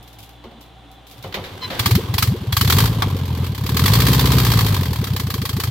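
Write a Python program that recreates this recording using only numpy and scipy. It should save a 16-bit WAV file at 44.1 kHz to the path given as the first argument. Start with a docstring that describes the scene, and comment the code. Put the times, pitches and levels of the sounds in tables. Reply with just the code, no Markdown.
"""Dry leaves rustle in the open air of a palm grove, with insects and a motor far off. Close to the
microphone a small four-cylinder buggy knocks, then its starter clunks in and grinds. The engine coughs
in three bursts, catches, sags with one backfire, revs and drops to a lumpy idle. Each firing is a crack
of gas, a low thump and a ring that rises as the piston shrinks the cylinder."""
import sys
import numpy as np
from scipy import signal
from scipy.fft import rfft, irfft
from scipy.io import wavfile

SR = 44100
rng = np.random.default_rng(int(sys.argv[2]) if len(sys.argv) > 2 else 0)


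def log_audio(samples):
    """Write samples as a 16-bit WAV file to the path given in sys.argv[1]."""
    # one column per channel
    frames = np.atleast_2d(samples).T
    # limit to full scale, then quantise
    limited = np.clip(frames, -1, 1)
    pcm = np.round(limited * 32767).astype(np.int16)
    wavfile.write(sys.argv[1], SR, pcm)


N = 251370
T = np.arange(N) / SR


def amp(db):
    """Decibels to amplitude."""
    return 10 ** (np.asarray(db) / 20)


def colour(x, points):
    """Filter by a spectrum of (f/Hz, gain/dB) points."""
    hz, db = np.transpose(points)
    f = np.maximum(np.fft.rfftfreq(N, 1 / SR), 1)
    return irfft(rfft(x) * amp(np.interp(np.log(f), np.log(hz), db)), N)


def noise(points, alike):
    """Coloured stereo noise at rms 1; alike is the share of power common to both channels."""
    white = np.sqrt(alike) * rng.standard_normal(N) + np.sqrt(1 - alike) * rng.standard_normal((2, N))
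    coloured = colour(white, points)
    return coloured / np.sqrt(np.mean(coloured ** 2))


def walk(rate):
    """Random wander through rate points a second, spread near 1."""
    count = int(N / SR * rate) + 2
    return 1.04 * np.interp(T * rate, np.arange(count), rng.standard_normal(count))


def add(track, start, sound):
    """Mix a sound in at start seconds."""
    i = int(np.clip(start * SR, 0, N))
    track[i:i + len(sound)] += sound[:N - i]


def bursts(times, dbs, rise, decay, tail_db, tail):
    """Envelope of bursts that swell, die fast and leave a weak scatter from ground and trunks."""
    power, age = np.zeros(N), T[:SR // 3]
    swell, after = np.minimum(age / rise, 1) ** 2, np.maximum(age - rise, 0)
    scatter = amp(tail_db) ** 2 * np.exp(-2 * after / tail)
    for start, db, fade in zip(times, dbs, np.broadcast_to(decay, len(times))):
        add(power, start, amp(db) ** 2 * swell * (np.exp(-2 * after / fade) + scatter))
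    return np.sqrt(power)


def resonate(x, modes):
    """Let a sound excite (f/Hz, width/Hz, gain/dB) resonances."""
    f = np.fft.rfftfreq(N, 1 / SR)
    return irfft(rfft(x) * sum(amp(db) / (1 + 2j * (f - hz) / width) for hz, width, db in modes), N)


# open air all round the microphone (f/Hz, gain/dB)
AIR_COLOUR = [(21, -37), (35, -14), (65, -15.5), (86, -10.5), (180, -8.5), (210, -10.5), (294, -13),
              (602, -15.5), (739, -10.5), (930, -15), (1480, -20.5), (2400, -24), (3350, -18),
              (5050, -34.5), (16000, -47)]
# a motor far off (f/Hz, level/dB)
MOTOR_HUM = [(59.2, -49.5), (118.4, -53.5)]
# machinery and insects in the distance (f/Hz, width/Hz, level/dB)
DRONES = [(289, 39, -56), (777, 80, -54.5), (3460, 50, -60.5), (3640, 140, -65.5), (4000, 60, -64)]
def grove(air_db=-48):
    """Steady air under the palms, with a wavering hum and narrow bands of drone."""
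    air = amp(air_db) * noise(AIR_COLOUR, alike=0.65) * amp(0.13 * walk(14.6))
    hum = sum(amp(db + 2.2 * walk(5.2)) * np.sqrt(2) * np.sin(2 * np.pi * hz * T + 0.57 * walk(16))
              for hz, db in MOTOR_HUM)
    drones = sum(amp(db) * np.real((walk(width) + 1j * walk(width)) * np.exp(2j * np.pi * hz * T))
                 for hz, width, db in DRONES)
    return air + hum + drones


# the loudest crackles on the grove floor (t/s, relative level/dB)
CRACKLES = [(.076, -51), (0.186, -45), (.23, -49), (.608, -49), (1.067, -49), (1.111, -45.5),
            (1.225, -45.5)]
# dry leaves, spread wide across the microphone (f/Hz, gain/dB)
LEAF_COLOUR = [(1180, -46), (2000, -10), (2300, -4.5), (3550, -1), (8780, -12.5), (13100, -4.5),
               (16000, -13)]
def leaves(spells_s=((0, 0.31), (0.881, 1.4)), per_spell=4):
    """Leaf litter crackles: a few loud ones, and faint ones scattered through two spells."""
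    faint = [(start + (end - start) * (k + rng.random()) / per_spell, -53 + rng.standard_normal())
             for start, end in spells_s for k in range(per_spell)]
    when, db = np.transpose(list(CRACKLES) + faint)
    rustle = bursts(when, db, rise=0.0013, decay=0.0085, tail_db=-2, tail=0.037)
    return noise(LEAF_COLOUR, alike=0.056) * rustle * amp(4.5 + 2.4 * walk(700))


# the buggy's frame, close by and centred (t/s, f/Hz, level/dB, length/s)
FRAME_BOOMS = [(.16, 108, -39, 0.1), (0.452, 230, -38, 0.052), (0.531, 229, -42, 0.072),
               (1.169, 118, -34.5, 0.058)]
def booms(crank_start_s=1.235, crank_period_s=.132):
    """The frame booms hollowly, and so do the starter's first four slow compression strokes."""
    compressions = [(crank_start_s + k * crank_period_s, 98, -32, .085) for k in range(4)]
    return sum(amp(db) * np.sin(2 * np.pi * hz * (T - start))
               * np.sin(np.pi * np.clip((T - start) / length, 0, 1))
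               for start, hz, db, length in list(FRAME_BOOMS) + compressions)


# controls, starter and frame at close range (t/s, relative body/dB, snap/dB, body decay/s)
KNOCKS = [(0.438, -34.5, -44, 0.021), (.51, -43.5, -50, 0.017), (1.238, -28.5, -36.5, 0.029),
          (1.324, -51.5, -31, 0.0066), (1.341, -29.5, -22, 0.018), (1.364, -26.5, -52, 0.053),
          (1.438, -44, -32, 0.035), (1.701, -26, -28, 0.054), (1.74, -46, -36, 0.083),
          (1.826, -39, -32, 0.067)]
# a knock's body, near centre (f/Hz, gain/dB)
BODY_COLOUR = [(110, -5), (180, 4.5), (259, -11.5), (507, -6.5), (903, -6), (1160, -8), (1410, -17),
               (1570, -28), (2700, -32), (3000, -12), (3900, -45), (6600, -120)]
# its metallic snap, spread wider (f/Hz, gain/dB)
SNAP_COLOUR = [(470, -30), (800, -11), (1440, -7), (2050, -4), (2840, -8.5), (3740, -5.5), (8550, -29.5),
               (14800, -22.5), (16000, -30)]
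# resonances of the starter housing and frame (f/Hz, width/Hz, gain/dB)
HOUSING_MODES = [(376, 20, 4.5), (456, 30, -4.5), (529, 36, 0.5), (707, 26, -6)]
def knocks():
    """Each knock is a metallic snap and a rattling body that rings the housing."""
    when, body_db, snap_db, decay = np.transpose(KNOCKS)
    body = noise(BODY_COLOUR, alike=0.97)
    body *= bursts(when, body_db, rise=0.0088, decay=decay, tail_db=-12, tail=0.15)
    snap = noise(SNAP_COLOUR, alike=.2)
    snap *= bursts(when, snap_db, rise=0.0019, decay=1.1 * decay, tail_db=-15.5, tail=0.12)
    return amp(-3.5) * body + amp(5) * resonate(body, HOUSING_MODES) + snap * amp(0.84 * walk(400))


def clatter_level(starter_in_s=1.1, peak_s=1.77, rise_db_per_s=34.5, ease_db_per_s=10):
    """The starter grinds louder as it spins up, then eases off until the engine takes over."""
    starter_db = -34 - np.maximum(rise_db_per_s * (peak_s - T), ease_db_per_s * (T - peak_s))
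    running_db = effort_db(T, shut_db=-40.5, open_adds_db=5.04, octave_db=10.1)
    engaged = np.clip((T - starter_in_s) / 0.024, 0, 1)
    return amp(np.where(T < CATCH_S, starter_db, running_db)) * engaged


# gears and tappets, heard from beside the engine (f/Hz, gain/dB)
GEAR_COLOUR = [(290, -12.5), (500, -4.5), (659, -8), (1000, -1.5), (1400, -10.5), (1600, -7.5), (1820, -14),
               (2070, -9.5), (2460, -12), (3340, -7.5), (8700, -31), (13100, -21), (16000, -30.5)]
def clatter(when):
    """Gears rasp and tappets tick twice a stroke; the block knocks near 1 kHz and rumbles faintly."""
    stroke_s = np.gradient(when)
    taps = np.r_[when + .002, when + stroke_s / 2]
    tap_db = -2 + 3 * rng.standard_normal(len(taps))
    ticks = bursts(taps, tap_db, rise=0.00067, decay=0.0018, tail_db=-32, tail=.015)
    rasp = noise(GEAR_COLOUR, alike=0.46) * (amp(-0.5 + 2 * walk(250)) + ticks)
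    # the knock stands out when the engine runs slowly
    knock_db = 1 + 20 * np.log10(np.minimum(stroke_s / 0.019, 1.2)) + 3 * rng.standard_normal(len(when))
    beats = bursts(when - .002, knock_db, rise=0.0044, decay=0.0045, tail_db=-27, tail=0.021)
    knock = noise([(700, -10), (900, -1), (1020, 6), (1200, -6), (1400, -48)], alike=0.99) * beats
    rumble = noise([(40, -23), (110, -7.5), (420, -10.5), (650, -23), (1200, -61)], alike=0.91)
    return clatter_level() * (rasp + knock + amp(-0.5) * rumble)


# the starter drive, close by (harmonic number, relative level/dB)
SQUEAL_PARTIALS = [(1, -3.5), (2, -12), (3, -7), (4, 2.5), (5, -15)]
def squeal(start_s=1.612, length_s=0.059, hz=1035, sag=0.036):
    """The starter drive squeals briefly and roughly, sagging under load."""
    progress = np.clip((T - start_s) / length_s, 0, 1)
    phase = 2 * np.pi * np.cumsum(hz * (1 - sag * progress + 0.0092 * walk(1000))) / SR
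    partials = sum(amp(db + 2.2 * walk(400)) * np.sin(k * phase + 0.22 * walk(500))
                   for k, db in SQUEAL_PARTIALS)
    hiss = amp(-6) * noise(SNAP_COLOUR, alike=0.17)
    return amp(-27) * np.sin(np.pi * progress) * (partials + hiss)


# strokes that fire while the engine is still cranking (t/s, relative thump/dB, relative crack/dB)
COUGHS = [(1.794, -10, -14.5), (1.859, -9, -11.5), (1.910, -9, -17.5), (1.952, -8.5, -16.5),
          (2.14, -12.5, -20.5), (2.182, -10.5, -13), (2.225, -9, -11.5), (2.273, -11, -27.5),
          (2.525, -11.5, -18), (2.568, -7.5, -12.5), (2.611, -6.5, -12.5)]
def cranking(dead_stroke_s=.048, lead_s=0.0103, dead_thump_db=-17.5, dead_crack_db=-41):
    """Time, thump and crack of the coughs and the slowing dead strokes that coast between them."""
    strokes = [COUGHS[0]]
    for last, cough in zip(COUGHS, COUGHS[1:]):
        gap = cough[0] - last[0]
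        for share in np.linspace(0, 1, int(round(gap / dead_stroke_s)) + 1)[1:-1]:
            start = last[0] + share * gap - lead_s * np.sin(np.pi * share)
            strokes.append((start, dead_thump_db, dead_crack_db))
        strokes.append(cough)
    return np.transpose(strokes)


# a blip as it catches, a coast, a longer rev, then a light pull (t/s, throttle/0-1)
THROTTLE = [(2.65, 0.96), (2.83, .9), (2.9, 0.18), (3.1, 0.1), (3.56, 0.26), (3.82, 0.89), (4.2, 0.76),
            (4.56, 0.82), (4.85, 0.47), (5.7, 0.69)]
def effort_db(t, shut_db, open_adds_db, octave_db, mid_speed_hz=42):
    """Level of an engine layer from the throttle and the octaves above mid speed."""
    throttle = np.interp(t, *np.transpose(THROTTLE))
    octaves = np.log2(np.interp(t, *np.transpose(FIRING_RATE)) / mid_speed_hz)
    return shut_db + open_adds_db * throttle + octave_db * octaves


# engine speed once it has caught (t/s, firing rate/Hz)
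FIRING_RATE = [(2.647, 33.08), (2.8, 55.927), (2.95, 55.507), (3.106, 47.271), (3.347, 41.382),
               (3.456, 44.839), (3.523, 32.004), (3.771, 39.922), (3.962, 59.271), (4.117, 63.863),
               (4.295, 64.098), (4.68, 51.847), (4.886, 39.588), (5.229, 28.552), (5.413, 25.932),
               (5.7, 29.243)]
CATCH_S = FIRING_RATE[0][0]
# cylinder offsets in firing order (thump/dB, crack/dB, early ring/dB, late ring/dB, lateness/strokes)
CYLINDERS = [(-5, -7.5, 3, 3.5, 0.0113), (4, -4, -26, -15, 0.0078), (-4, 3.5, -12, 0.5, -0.0442),
             (-1, 1.5, -14.5, -12.5, -0.0185)]
def firings():
    """Time and levels of every stroke, cranking and then running; unequal cylinders make it lumpy."""
    running = T >= CATCH_S
    strokes = np.cumsum(np.interp(T, *np.transpose(FIRING_RATE)) * running) / SR
    count = np.arange(int(strokes[-1]) + 1)
    crank_s, crank_thump_db, crank_crack_db = cranking()
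    cranked = len(crank_s)
    cylinder = np.arange(-cranked, len(count)) % len(CYLINDERS)
    thump, crack, early, late, lateness = np.array(CYLINDERS)[cylinder].T
    when = np.interp(count + lateness[cranked:], strokes[running], T[running])
    push_luck, crack_luck = rng.standard_normal((len(count), 2)).T
    run_push_db = effort_db(when, shut_db=-17.5, open_adds_db=8.43, octave_db=6.5) + push_luck
    run_crack_db = effort_db(when, shut_db=-41, open_adds_db=27.97, octave_db=-0.4) + 1.1 * crack_luck
    push_db = np.r_[crank_thump_db, run_push_db]
    crack_db = np.r_[crank_crack_db, run_crack_db + crack[cranked:]]
    return np.r_[crank_s, when], push_db + thump, push_db + early, push_db + late, crack_db


# gas ringing in a cylinder as the piston rises (age/strokes, f/Hz, relative level/dB)
CYLINDER_RING = [(0, 100, -12.5), (.3, 110, 1.5), (.7, 135, -6.5), (1.1, 205, -8), (1.35, 287.3, -19),
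                 (1.6, 401, -14.5), (1.85, 535, -21.5), (2.2, 683, -60)]
# the small silencer sends little deep bass to the microphone (f/Hz, gain/dB)
SILENCER_COLOUR = [(22, -32), (35, -26), (48, -10), (62, -8), (85, -1), (120, 0), (600, -2)]
def exhaust(when, thump_db, early_db, late_db, thump_hz=80, thump_s=0.0065, lag_s=.0105):
    """Each blow-down thumps the silencer; the cylinder rings like a bottle that is being filled."""
    out, age = np.zeros(N), T[:SR // 7]
    ring_age, ring_hz, ring_db = np.transpose(CYLINDER_RING)
    thump_shape = np.exp(-((age - lag_s - .002) / thump_s) ** 2) * np.minimum(age / 0.0018, 1)
    thump = -np.cos(2 * np.pi * thump_hz * (age - lag_s)) * thump_shape
    for start, stroke_s, low, early, late in zip(when, np.gradient(when), thump_db, early_db, late_db):
        strokes = age / stroke_s
        # the pitch varies from firing to firing, less so at speed
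        detune = 1.31 * stroke_s * rng.standard_normal() * np.minimum(age / 0.042, 1)
        turns = np.cumsum(np.interp(strokes, ring_age, ring_hz) * (1 + detune)) / SR
        tone = -np.cos(2 * np.pi * (turns - np.interp(lag_s, age, turns)))
        # one cylinder rings freely from the start; its opposite comes through only late in the stroke
        late_share = np.clip((strokes - .85) / 0.21, 0, 1)
        strength_db = early + (late - early + 3 * rng.standard_normal()) * late_share
        gate = np.minimum(age / 0.0057, 1) * (strokes < ring_age[-1])
        ring = amp(strength_db + np.interp(strokes, ring_age, ring_db)) * gate * tone
        add(out, start, amp(low + 1) * thump + ring)
    return colour(out, SILENCER_COLOUR)


# the exhaust reaching the microphone off ground and bodywork (delay/s, gain/dB)
ECHOES = [(.0047, -12), (0.0111, -4), (0.0195, -12.5)]
def reflect(x):
    """Nearby surfaces throw back all but the bass, which hollows the rising ring."""
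    upper = colour(x, [(120, -28), (190, -3), (260, -6.5), (900, -6.5)])
    return x + sum(amp(db) * np.interp(T - delay, T, upper, left=0) for delay, db in ECHOES)


# escaping gas, close to the microphone (f/Hz, gain/dB)
GAS_COLOUR = [(350, -25), (600, -36), (670, -6.5), (997, -9), (1240, -4), (1370, -11.5), (1640, -1.5),
              (2470, -5), (3210, -7.5), (3480, -7), (4400, 1), (6290, -9.5), (8740, -15.5), (14100, -1.5),
              (16000, -11)]
# resonances of the header pipes and engine tin (f/Hz, width/Hz, gain/dB)
TIN_MODES = [(960, 230, -16), (1185, 130, -5), (1605, 170, -13), (1770, 87, -11), (1995, 110, -18),
             (2420, 85, -13.5), (3255, 270, -2), (3706, 190, -10.5), (3770, 34, -8.5), (4276, 140, -17.5)]
def cracks(when, crack_db, lead_s=0.002483, chuff_hz=950):
    """Gas tears out of a leaky joint and rings the tin, with a short rising chuff of the header pipe."""
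    when = when - lead_s
    envelope = bursts(when, crack_db, rise=0.0043, decay=0.0099, tail_db=-11, tail=0.039)
    envelope *= amp(0.61 * walk(900))
    gas = noise(GAS_COLOUR, alike=0.12) * envelope
    tin = resonate(noise([(500, 1), (6000, 7.5), (9000, -22)], alike=0.13) * envelope, TIN_MODES)
    chuff, age = np.zeros(N), T[:SR // 40]
    shape = np.exp(-((age - .006) / 0.002) ** 2)
    for start, db in zip(when, crack_db):
        hz = chuff_hz * amp(0.86 * rng.standard_normal()) * (1 + age / 0.035)
        add(chuff, start - .001, amp(db - 4) * np.sin(2 * np.pi * np.cumsum(hz) / SR) * shape)
    return amp(-1) * (gas + tin) + chuff


def barks(when, bark_db, decay_s=0.006):
    """Each cylinder's blow-down runs down its own pipe and rattles it the same way every time."""
    out, age = np.zeros((2, N)), T[:SR // 25]
    shape = np.minimum(age / 0.0043, 1) ** 2 * np.exp(-np.maximum(age - .005, 0) / decay_s)
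    pipe_colour = [(450, -24), (780, 2.5), (1150, 7), (1400, 3), (1750, 2.5), (4500, 0), (7000, -54)]
    pipes = np.array_split(noise(pipe_colour, alike=0.56), len(CYLINDERS), axis=1)
    for k, (start, gain) in enumerate(zip(when, amp(bark_db))):
        for channel, rattle in zip(out, pipes[k % len(CYLINDERS)]):
            add(channel, start, gain * shape * rattle[:len(age)])
    return out


def pings(when, crack_db, spread_db=3.3, detune=.05, rise_s=0.0042, decay_s=0.0073):
    """Each firing jolts the loose tin differently, so one or two of its modes stand out."""
    out, age = np.zeros((2, N)), T[:SR // 20]
    hz, _, mode_db = np.transpose(TIN_MODES)
    shape = np.minimum(age / rise_s, 1) * np.exp(-age / decay_s)
    for start, db in zip(when, crack_db):
        pitch, size, left_phase, right_phase = rng.standard_normal((4, len(TIN_MODES)))
        turns = np.outer(hz * (1 + detune * pitch), age)
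        gains = amp(db - 2.5 + mode_db + spread_db * size)
        for channel, phase in zip(out, (left_phase, right_phase)):
            add(channel, start, shape * (gains @ np.sin(2 * np.pi * turns + phase[:, None])))
    return out


# the engine's balance at the microphone (f/Hz, left minus right/dB)
BODYWORK_SHADE = [(200, 0.5), (380, 1.5), (700, 2), (1290, 2), (2380, -2), (4400, -5.5), (8100, 17),
                  (12000, 1)]
def shade(engine):
    """The bodywork shades each side differently."""
    return np.array([colour(channel, [(hz, side * db / 2) for hz, db in BODYWORK_SHADE])
                     for channel, side in zip(engine, (1, -1))])


# a pop from the tailpipe, close by (f/Hz, gain/dB)
BACKFIRE_COLOUR = [(350, -33), (600, -2), (1180, 2), (1490, -12), (2370, -6), (2870, -23), (3300, -5.5),
                   (7310, -24.5), (8990, -28), (14700, -23), (16000, -30)]
def backfire(start_s=3.0205, db=-10):
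    """Unburnt fuel pops once in the exhaust, off throttle."""
    envelope = bursts([start_s], [db], rise=0.0017, decay=0.0083, tail_db=-10, tail=0.018)
    return noise(BACKFIRE_COLOUR, alike=0.26) * envelope


def scene():
    """The buggy close in front of a stereo microphone, the grove all round."""
    when, thump_db, early_db, late_db, crack_db = firings()
    engine = reflect(exhaust(when, thump_db, early_db, late_db)) + cracks(when, crack_db)
    engine += barks(when - .003, crack_db - 6) + pings(when, crack_db) + clatter(when)
    return shade(engine) + backfire() + squeal() + knocks() + booms() + grove() + leaves()


def record(dry):
    """The microphone drops the deepest bass, clips at full scale and cuts the top."""
    low_cut = signal.butter(1, 15, "high", fs=SR, output="sos")
    top_cut = signal.ellip(10, .2, 80, 15900, fs=SR, output="sos")
    return signal.sosfilt(top_cut, np.clip(signal.sosfilt(low_cut, dry), -1, 1))


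dry = scene()
out = record(dry)
log_audio(out)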